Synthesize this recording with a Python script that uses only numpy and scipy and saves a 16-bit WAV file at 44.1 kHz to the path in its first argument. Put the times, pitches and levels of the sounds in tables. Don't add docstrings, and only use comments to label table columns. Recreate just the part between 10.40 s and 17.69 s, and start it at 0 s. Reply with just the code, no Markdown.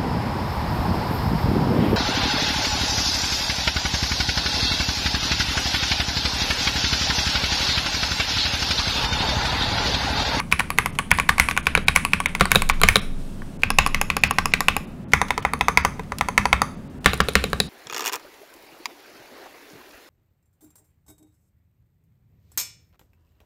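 import sys
import numpy as np
from scipy import signal
from scipy.fft import rfft, irfft, next_fast_len
from scipy.io import wavfile

SR = 44100
rng = np.random.default_rng(int(sys.argv[2]) if len(sys.argv) > 2 else 0)


def int16_out(signal):
    q = np.round(np.clip(np.atleast_2d(signal).T, -1, 1) * 32767)
    wavfile.write(sys.argv[1], SR, q.astype(np.int16))


def gain_from_decibels(decibels):
    exponent = np.asarray(decibels, float) / 20
    return 10 ** exponent


N = 321489


def seconds(length_s):
    return np.arange(int(SR * length_s)) / SR


def band(x, hz, width_hz):
    return signal.lfilter(*signal.iirpeak(min(hz, 0.45 * SR), hz / width_hz, fs=SR), x)


def fade(t, t60_s):
    return np.exp(-np.log(1000) * t / t60_s)


def onset(t, rise_s):
    return np.minimum(t / rise_s, 1)


def ending(t):
    return np.minimum((t[-1] - t) * 20, 1)


def unit(x):
    return x / np.abs(x).max()


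def add(out, start_s, x):
    i = max(int(start_s * SR), 0)
    out[i:i + len(x)] += x[:N - i]


def ring(t, modes, chance, scatter_db=3, detune=0.078):
    out = np.zeros(len(t))
    for (hz, db, t60_s), (harder, sharper) in zip(modes, chance):
        tone = np.sin(2 * np.pi * hz * (1 + detune * sharper) * t)
        out += gain_from_decibels(db + scatter_db * harder) * fade(t, t60_s) * tone
    return out


def curve(table):
    return gain_from_decibels(np.interp(np.arange(N) / SR, *np.transpose(table)))


def shaped(points):
    hz, db = np.transpose(points)
    size = next_fast_len(N)
    log_hz = np.log(np.maximum(np.fft.rfftfreq(size, 1 / SR), 1))
    gain = gain_from_decibels(np.interp(log_hz, np.log(hz), db, left=-90, right=-120))
    x = irfft(rfft(rng.standard_normal(size)) * gain, size)[:N]
    return x / np.std(x)


# pitch_hz, density_db (per Hz)
FAN_SPECTRUM = [(25, -53.5), (42, -5.5), (111, -3.5), (123, -11), (139, -1), (187, -2), (266, -5.5),
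                (294, -12), (406, -16), (496, -21.5), (534, -17), (621, -20.5), (6000, -47.5),
                (8940, -48.5), (16300, -54.5)]


def fan():
    return gain_from_decibels(-35.5) * shaped(FAN_SPECTRUM)


# time_s, level_db
ARM_ROCKING = [(0.0, -37.5), (0.81, -39), (1.08, -30.5), (2.11, -35), (2.25, -22), (3.21, -38.5),
               (3.33, -19), (3.78, -35), (4.53, -38), (4.67, -66), (4.91, -39), (4.95, -44.5), (7.29, -51)]


def desk_rumble():
    return curve(ARM_ROCKING) * shaped([(14, -0.5), (18, 4), (21, 6), (25, -34)])


# time_s, level_db
SLEEVE_RUSTLE = [(0.0, -45), (1.7, -58), (2.6, -54.5), (2.7, -54), (2.8, -41), (3.15, -44.5), (3.4, -56.5),
                 (4.5, -74.5), (5.9, -46), (6.4, -69.5), (6.8, -39.5)]


def rustle():
    hiss = shaped([(2500, 14), (5000, 9), (7400, 7.5), (8500, 10.5), (9800, 7), (12000, 2.5), (16000, -3)])
    return gain_from_decibels(-13) * curve(SLEEVE_RUSTLE) * hiss


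# delay_s, level_db
NEAR_ECHOES = [
    (.010, -30),
    (0.02, -47),
    (0.034, -27),
]
# pitch_hz, level_db, t60_s
ROOM_BANDS = [(141, -30, 0.44), (395, -23.5, 0.06), (940, -25.5, 0.056), (1520, -35, 0.35),
              (2520, -23.5, 0.5), (3250, -22, 0.4), (6000, -21, 0.69), (9350, -9.5, 0.44),
              (15000, -36.5, 0.16)]


def room(x):
    t = seconds(0.5)
    tail = np.zeros(len(t))
    for hz, db, t60_s in ROOM_BANDS:
        part = band(rng.standard_normal(len(t)), hz, 1.28 * hz) * fade(t, t60_s) * onset(t, 0.00067)
        tail += gain_from_decibels(db) * part / np.sqrt(np.mean(part ** 2) * len(t) * hz / 8000)
    for delay_s, db in NEAR_ECHOES:
        smear = rng.standard_normal(128) * np.hanning(128)
        add(tail, delay_s, gain_from_decibels(db) * band(smear, 2400, 1800) / 2)
    return signal.fftconvolve(x, tail / 3)[:N]


# pitch_hz, width_hz, level_db
PLAIN_HOUSING = [(3900, 870, 15), (5120, 1800, 22.5), (7000, 280, 27.5), (9900, 1500, 32),
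                 (13000, 2500, -30.5), (15100, 1500, -33.5)]


def crack(t, t60_s, chance, housing=PLAIN_HOUSING):
    burst = rng.standard_normal(len(t)) * (fade(t, t60_s) + gain_from_decibels(-39) * fade(t, 6 * t60_s))
    return unit(sum(gain_from_decibels(db + 3 * c) * band(burst, hz, w) for (hz, w, db), c in zip(housing, chance)))


# start_s, level_db
FINGER_LANDINGS = [(0.115, -16.5), (0.192, -16), (0.377, -24.5), (0.552, -29.5), (0.707, -18.5),
                   (0.8898, -4.5), (0.991, -22.5), (1.256, -26.5), (1.473, -26.5), (1.553, -19),
                   (1.72, -30), (1.838, -35.5), (1.997, -18), (2.107, -22.5), (2.399, -29), (2.478, -18),
                   (3.219, -31), (3.962, -36), (4.118, -27.5), (4.719, -26), (4.883, -29), (5.023, -28),
                   (5.634, -39), (6.644, -20)]
# start_s, level_db
CAP_TICKS = [(0.776, -27), (1.098, -27), (1.104, -38), (2.128, -34), (2.291, -18), (3.473, -22),
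             (5.191, -40), (5.785, -23.5), (6.116, -59.5), (6.197, -56), (6.741, -26), (6.776, -34),
             (6.891, -26), (6.935, -33), (7.101, -41)]


def fingers():
    out, t = np.zeros(N), seconds(0.1)
    for touches, treble_db in [(FINGER_LANDINGS, -11), (CAP_TICKS, 7.5)]:
        for start_s, db in touches:
            scuff = rng.standard_normal(len(t)) * fade(t, 0.04) * onset(t, 0.00044)
            dull = unit(band(scuff, 2300, 1200) + 1.1 * band(scuff, 1300, 800))
            bright = crack(t, 0.0049, rng.standard_normal(6))
            add(out, start_s, gain_from_decibels(db) * (dull + gain_from_decibels(treble_db) * bright))
    return out


# start_s, level_db
WIRE_HITS = [
    (1.374, -18),
    (1.4813, -9.5),
    (2.1558, -4),
    (2.4325, -18),
    (2.556, -4.5),
    (6.954, -19),
    (7.04, -22),
    (7.2025, -9),
]
# pitch_hz, level_db, t60_s
WIRE_MODES = [(3870, -2, 0.016), (3800, -10, .012), (3865, -21, 0.1), (3850, -31, .3), (3770, -30, 0.12)]


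def wires():
    out, t = np.zeros(N), seconds(0.5)
    for start_s, db in WIRE_HITS:
        tone = ring(t, WIRE_MODES, rng.standard_normal((5, 2)), scatter_db=1, detune=0.003)
        add(out, start_s + 0.001, gain_from_decibels(db) * tone)
    return out


# pitch_hz, level_db, t60_s
DESK_MODES = [(67, -26, 0.23), (47, -28.5, 0.13), (102.2, -27, 0.14), (148.4, -19.5, 0.052),
              (188, -39.5, 0.4)]
# pitch_hz, level_db, t60_s
BAR_THUD_MODES = [(64.7, -22, 0.29), (200.3, -13.5, 0.098), (115, -30, 0.066)]


def thud(desk, t, start_s, db, case_db, group, chance):
    if group == "bar":
        shake = ring(t, BAR_THUD_MODES, chance[5:], scatter_db=4, detune=0.011)
        add(desk, start_s + 0.002, gain_from_decibels(0.5 * db - 4) * shake * onset(t, 0.0037) * ending(t))
    boom = ring(t, DESK_MODES, chance, detune=0.071) * onset(t, 0.0087) * ending(t)
    load_db = 0.06 * (case_db + 25)
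    add(desk, start_s + 0.0037, gain_from_decibels(db + load_db) * boom)


# from_s, to_s, pitch_hz, width_hz, level_db (re crack), t60_s
SPRING_BANDS = [(0, 2.0, 10490, 503, -26.5, 0.19), (0, 2.0, 6970, 600, -39, 0.11),
                (2.0, 2.7, 8940, 1800, -35, 0.1), (0, 2.0, 8850, 1500, -30, 0.35),
                (0, 2.7, 12400, 497, -53.5, 0.1), (3.1, 4.5, 5256, 201, -32, 0.21),
                (3.1, 4.5, 6820, 503, -33.5, 0.13), (3.1, 4.5, 10020, 710, -41.5, .08),
                (3.1, 4.5, 12600, 700, -41, 0.077), (4.6, 6.4, 5780, 198, -40, 0.2),
                (4.6, 6.4, 6320, 300, -31.5, 0.28), (4.6, 6.4, 9860, 900, -34.5, 0.28),
                (6.5, 7.3, 7000, 300, -53.5, 0.21), (6.5, 7.3, 3820, 300, -25.5, 0.2)]


def springs(t, start_s, crack_db):
    out = np.zeros(len(t))
    for from_s, to_s, hz, width_hz, db, t60_s in SPRING_BANDS:
        if from_s <= start_s < to_s:
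            level_db = 0.73 * crack_db - 4 + db + 2 * rng.standard_normal()
            grain = band(band(rng.standard_normal(len(t)), hz, width_hz), hz, width_hz)[::-1]
            out += gain_from_decibels(level_db) * grain / np.std(grain) * (fade(t, t60_s) + gain_from_decibels(28) * fade(t, 0.0042))
    return out


def rattle(t):
    grain = rng.standard_normal(len(t)) * (fade(t, 0.012) + gain_from_decibels(-24) * fade(t, 0.1))
    return unit(band(grain, 1360, 650) + 0.39 * band(grain, 1890, 800) + 0.14 * band(grain, 2100, 1100))


WASH_GROUPS = {"letters": (0.1, 1.03), "upper": (0.1, 1), "middle": (-0.5, 0.89), "bar": (3.3, 1.33)}


def wash(t, hz, group):
    db, wide = WASH_GROUPS[group]
    grain = rng.standard_normal(len(t)) * fade(t, 0.24) * onset(t, 0.0066) * ending(t)
    edges_hz = [0.44 * hz, 1.104 * wide * hz]
    sos = signal.butter(2, edges_hz, "band", fs=SR, output="sos")
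    return gain_from_decibels(db - 26.5) * unit(signal.sosfilt(sos, band(grain, hz, 1.8 * hz)))


# pitch_hz, level_db, t60_s
CASE_MODES = [(456, 6.5, 0.2), (300, 3, 0.09), (612, 2, 0.19), (720, -18.5, 0.026)]
# pitch_hz, level_db, t60_s
BAR_CASE_MODES = [(420, 6, 0.036), (340, 2, 0.026), (450, -1, .035), (283, 1.5, 0.065), (520, -6, .04),
                  (600, -0.5, 0.04), (694, 1, 0.049)]
PLATE_MODES = {"letters": [(1127, -4.5, 0.1), (1023, -11.5, 0.051), (1498, -4.5, 0.034), (1217, -5.5, 0.11),
               (1657, -6.5, 0.012)], "upper": [(1147, 4, 0.035), (860, 0, 0.023), (1260, -15, 0.05),
               (1610, -2, 0.046), (1058, -3, 0.059), (1945, -25, 0.026), (2110, -4.5, 0.023),
               (3350, -8, 0.017)], "middle": [(1176, 3.5, 0.031), (1003, 3, 0.035), (857, -5.5, 0.033),
               (1295, -3.5, 0.027), (1500, -7, 0.067), (2480, -11, 0.063), (3660, -8.5, 0.015)],
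               "bar": [(1203, 4, 0.041), (1356, 7.5, 0.018), (1630, -10.5, 0.05), (1850, 5, 0.0095),
               (2300, -5, 0.08), (2640, -19.5, .03), (3170, -10, .03)]}


def plate_and_case(t, group, plate_db, case_db, plate_chance, case_chance):
    foam = fade(t, 0.055)
    case_modes = BAR_CASE_MODES if group == "bar" else CASE_MODES
    plate = ring(t, PLATE_MODES[group], plate_chance, scatter_db=3.5, detune=0.012)
    case = ring(t, case_modes, case_chance, scatter_db=5, detune=0.024)
    return gain_from_decibels(plate_db) * unit(plate * foam) + gain_from_decibels(case_db) * unit(case * foam)


# pitch_ratio, level_db, t60_s
CAP_MODES = [(1.0034, 27.5, 0.0088), (0.83, 5, 0.03), (0.55, -28, 0.02), (0.92, -14, 0.007),
             (0.41, -14, 0.017), (0.32, -37, 0.0041), (1.3, -35, 0.0083)]


def cap_ring(t, hz, chance):
    loose = np.sign(np.arange(9))[:, None]
    return unit(ring(t, [(ratio * hz, db, t60_s) for ratio, db, t60_s in CAP_MODES], chance * loose))


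HOLLOW_DIPS = {"letters": [(1273, 80, 0.8)], "upper": [(1377, 32, 0.3), (1710, 130, 0.7), (3085, 110, 0.8),
               (526, 180, 0.2)], "middle": [(1096, 14, 0.9), (1547, 140, 1), (2865, 330, 0.65),
               (4120, 310, 0.9)], "bar": [(916, 140, 0.6), (1990, 130, 0.6), (267, 173, 1)]}


def hollow(x, group):
    for hz, width_hz, depth in HOLLOW_DIPS[group]:
        x = x - depth * band(x, hz, width_hz)
    return x


# start_s, cap_db, cap_hz, plate_db (re cap), crack_db (re cap)
LETTERS_DOWN = [(0.0004, -8.5, 2160, 1, -20), (0.1239, 3.5, 2355, -4.5, -22),
                (0.1953, -1.5, 2300, -4.5, -21), (0.385, 3.5, 2050, -2, -22.5),
                (0.5872, -4, 2270, -8, -14.5), (0.7142, 9, 2200, -8.5, -26.5),
                (0.7983, -1, 2300, -5.5, -23), (0.8921, 5, 1720, -5.5, -20.5),
                (0.9976, 9.5, 2085, -12, -17.5), (1.1107, -7.5, 2330, -3.5, -20.5),
                (1.1748, -3, 2320, 0, -18), (1.268, 2.5, 2400, -3, -28.5), (1.3505, 4.5, 2340, -6.5, -31.5),
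                (1.4828, 6.5, 2296, -6, -28.5), (1.5603, 5.5, 2220, -5.5, -20),
                (1.7334, 3, 2420, -12, -24.5), (1.8582, 0, 2210, -55.5, -25),
                (1.95, -5.5, 2170, -11, -22.5), (2.1162, 5, 2260, -7, -8), (2.2973, 3.5, 2280, -2.5, -22),
                (2.4863, 9.5, 2215, -25, -10.5), (3.0191, -27, 1660, 2.5, -55)]
# start_s, cap_db, cap_hz, plate_db (re cap), crack_db (re cap)
LETTERS_UP = [(0.2033, -6.5, 1800, 1.5, -43.5), (0.303, -10.5, 2400, 3.5, -11), (0.459, -4.5, 2030, 2, -18),
              (0.5927, -13, 2170, 9, -24), (0.7859, -5.5, 1840, 1.5, -37), (0.9813, -4.5, 2220, -2, -16),
              (1.0861, -4.5, 2370, -0.5, -13), (1.165, -11, 2370, 1, -23), (1.572, -8, 2300, -0.5, -26),
              (1.6496, -4.5, 2510, 0, -10.5), (1.8018, -8, 2270, 2.5, -16), (2.0545, -10, 1890, 4.5, -7.5),
              (2.22, -6.5, 2300, -0.5, -7)]
# start_s, cap_db, cap_hz, plate_db (re cap), crack_db (re cap)
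BAR_STROKES = [(1.3751, -8.5, 1600, 4, -27), (2.0086, 4, 2110, 3, -9), (2.0143, -4, 1930, -49, -33),
               (2.1488, -16, 2480, 14, 5), (2.157, 3.5, 2560, -1.5, -3.5), (2.4149, -13.5, 2480, 13.5, 5.5),
               (2.4342, 6.5, 2060, 1.5, -7.5), (2.5571, 1, 2110, 3, -5.5), (2.5663, -17, 2436, 0, 10),
               (6.659, 10, 2013, -3.5, -16), (6.6653, -14, 1710, -31, -8), (6.733, -12.5, 2640, 5, -7),
               (6.8026, 0, 1630, 2, -26), (6.8851, -10.5, 2500, 4, -4), (6.9535, 6.5, 2030, -5.5, -21),
               (7.0394, -7.5, 2530, -1, -9), (7.1308, -7.5, 1590, 1, -13), (7.2012, -9.5, 2510, 4.5, 1)]
# start_s, cap_db, cap_hz, plate_db (re cap), crack_db (re cap)
WIDE_DOWN = [(3.2337, 3.5, 2430, -41, -51.5), (3.3858, 10.5, 2650, -6.5, -21.5),
             (3.5449, 1, 2110, -30, -36), (3.7007, 0.5, 2410, -7, -32), (3.8358, 8, 2390, -12, -19),
             (3.9845, 1.5, 1910, 2.5, -25.5), (4.1366, 3.5, 2370, -12.5, -54),
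             (4.2831, 5.5, 2600, -5.5, -29), (4.7342, 9.5, 2090, -6, -22), (4.9053, -2.5, 2120, 1, -26),
             (5.0497, 0, 2040, 1.5, -29), (5.2093, 0.5, 2000, 2, -22), (5.3728, 7.5, 2120, -6.5, -29.5),
             (5.8096, -0.5, 2040, 0.5, -26.5), (5.9777, 8, 2110, -5, -27), (6.1282, 7, 2184, -3, -49)]
# start_s, cap_db, cap_hz, crack_db (re cap)
WIDE_UP = [(3.3032, -5.5, 2640, -6), (3.4628, -6.5, 2480, -10), (3.6135, -5, 2520, -6.5),
           (3.7668, -6, 2520, -9.5), (3.909, -6.5, 2690, -7), (4.0563, -7.5, 2520, -7),
           (4.2056, -5, 1800, -7), (4.365, -7.5, 2490, -5.5), (4.815, -2, 1880, -18.5),
           (4.9775, -8, 1990, -20), (5.1347, -8.5, 2180, -16), (5.283, 1, 1970, -16),
           (5.449, 0.5, 1870, -17), (5.5944, -15.5, 1945, -23), (5.72, -12, 1950, -22),
           (5.8855, -7.5, 2110, -16), (6.0546, -2.5, 1930, -11), (6.2175, -2.5, 1870, -9.5)]


def strikes():
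    wide_up = [(start_s, db, hz, 3.5, crack_db) for start_s, db, hz, crack_db in WIDE_UP]
    # rows, key, stroke, case level for a 0 dB blow, case dB per cap dB
    kinds = [(LETTERS_DOWN, "letters", " down", -25, 0.47), (LETTERS_UP, "letters", " up", -37, 0.47),
             (BAR_STROKES, "bar", " down", -3.5, 0.48),
             (WIDE_DOWN, "wide", " down", -27, 0.47), (wide_up, "wide", " up", -15.5, 0.47)]
    blows = []
    for rows, key, direction, case_db, slope in kinds:
        for row in rows:
            start_s, db = row[:2]
            group, stroke = key, direction
            if key == "wide":
                group = "upper" if start_s < 4.5 else "middle"
            if key == "bar" and db < -2:
                stroke = " up"
            blows.append((*row, case_db - (1 - slope) * db, group, stroke))
    return blows


SWITCH_HOUSING = {"letters down": [(3720, 180, 1), (6140, 1050, -3), (8400, 380, -12), (10400, 830, 1.5),
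                  (11900, 380, -13), (14700, 640, -9.5)], "letters up": [(4480, 220, 2.5), (8400, 330, -1),
                  (10500, 610, 0.5)], "bar down": [(3740, 360, 2.5), (5430, 260, -11.5), (6900, 280, -0.5),
                  (8600, 500, -10), (9500, 410, -9), (10600, 270, -17.5), (12500, 620, -21),
                  (15000, 300, -26.5)], "bar up": [(4000, 330, 4), (7000, 290, -8.5), (8900, 680, -11.5),
                  (10380, 610, -4), (11500, 220, -8), (15000, 310, -21.5)], "upper down": [(3880, 580, 0),
                  (4800, 270, 0), (6210, 330, -6), (9840, 370, -12), (11900, 570, -10.5), (13800, 270, -26),
                  (15070, 640, -22)], "upper up": [(5070, 260, -2), (6520, 380, -9.5), (8400, 320, -14.5),
                  (9980, 370, 1.5), (11900, 940, -12.5)], "middle down": [(3600, 280, -4.5),
                  (4590, 380, -7), (5420, 330, 0), (6300, 420, -2.5), (8600, 280, -14), (9610, 335, -8),
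                  (13400, 690, -14.5), (15450, 580, -24)], "middle up": [(3400, 190, -4), (4530, 330, 16),
                  (6100, 200, -15), (9800, 610, -13), (11760, 530, -12), (15100, 605, -20.5)]}


def keys():
    out, desk, caps, t = np.zeros(N), np.zeros(N), np.zeros(N), seconds(0.2)
    push = onset(t, 0.00056)
    for start_s, db, hz, plate_db, crack_db, case_db, group, stroke in strikes():
        chance = rng.standard_normal((6, 9, 2))
        housing, housing_chance = SWITCH_HOUSING[group + stroke], chance[3, :, 0]
        cap = cap_ring(t, hz, chance[0])
        body = cap + plate_and_case(t, group, plate_db, case_db, chance[1], chance[2])
        body += gain_from_decibels(-8) * rattle(t) + wash(t, hz, group)
        body *= push
        body += gain_from_decibels(crack_db + 1) * crack(t, 0.003, housing_chance, housing)
        bounce_s = 0.016 + 0.00023 * abs(chance[5, 0, 0])
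        bounce_db = crack_db - 30 + 3.3 * chance[5, 1, 0]
        add(body, bounce_s, gain_from_decibels(bounce_db) * crack(t[:2000], 0.0074, housing_chance, housing))
        body += springs(t, start_s, crack_db)
        add(out, start_s + 0.00055, gain_from_decibels(db + 1.5) * hollow(body, group))
        add(caps, start_s + 0.00055, gain_from_decibels(db + 1.5) * hollow(cap * push, group))
        thud(desk, t, start_s, db, case_db, group, chance[4])
    return out, desk, caps


def scene():
    clicks, desk, caps = keys()
    near = clicks + fingers()
    to_walls = near - 0.23 * caps
    background = fan() + desk_rumble() + rustle()
    return (near + wires() + desk + room(to_walls) + background)[None]


# start_s, above_hz
TREBLE_DROPOUTS = [(.72, 4200), (1.212, 3800), (.51, 5000), (1.448, 4500), (1.868, 4000), (2.318, 4800),
                   (2.6, 5000), (3.176, 3000), (3.322, 7000), (3.478, 10800), (3.796, 7500), (3.881, 5800),
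                   (3.92, 5800), (4.118, 7900), (4.456, 4500), (4.646, 3500), (4.657, 3500), (4.668, 3500),
                   (5.01, 4500), (5.419, 7200), (6.354, 7400), (6.482, 5000), (6.59, 3000), (6.819, 6500),
                   (7.275, 5700)]


def drop_treble(x):
    out, length_s = x.copy(), 0.014
    for start_s, hz in TREBLE_DROPOUTS:
        a, b = int((start_s - 0.01) * SR), int((start_s + length_s + 0.01) * SR)
        piece = out[:, a:b]
        t = np.arange(piece.shape[1]) / SR
        gate = np.clip(np.minimum(t - 0.007, length_s + 0.013 - t) / 0.003, 0, 1)
        treble = signal.sosfiltfilt(signal.butter(8, hz, "high", fs=SR, output="sos"), piece)
        out[:, a:b] = piece - 0.88 * gate * treble
    return out


def top_cut(x):
    return signal.sosfilt(signal.butter(12, 16420, fs=SR, output="sos"), x)


def record(dry):
    steep = signal.ellip(10, 0.5, 60, 15750, fs=SR, output="sos")
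    gentle = signal.butter(6, 16600, fs=SR, output="sos")
    loud = np.clip(signal.sosfilt(steep, dry), -1, 1)
    loud = np.clip(signal.sosfiltfilt(gentle, loud), -1, 1)
    return top_cut(drop_treble(loud))


dry = scene()
out = record(dry)
int16_out(out)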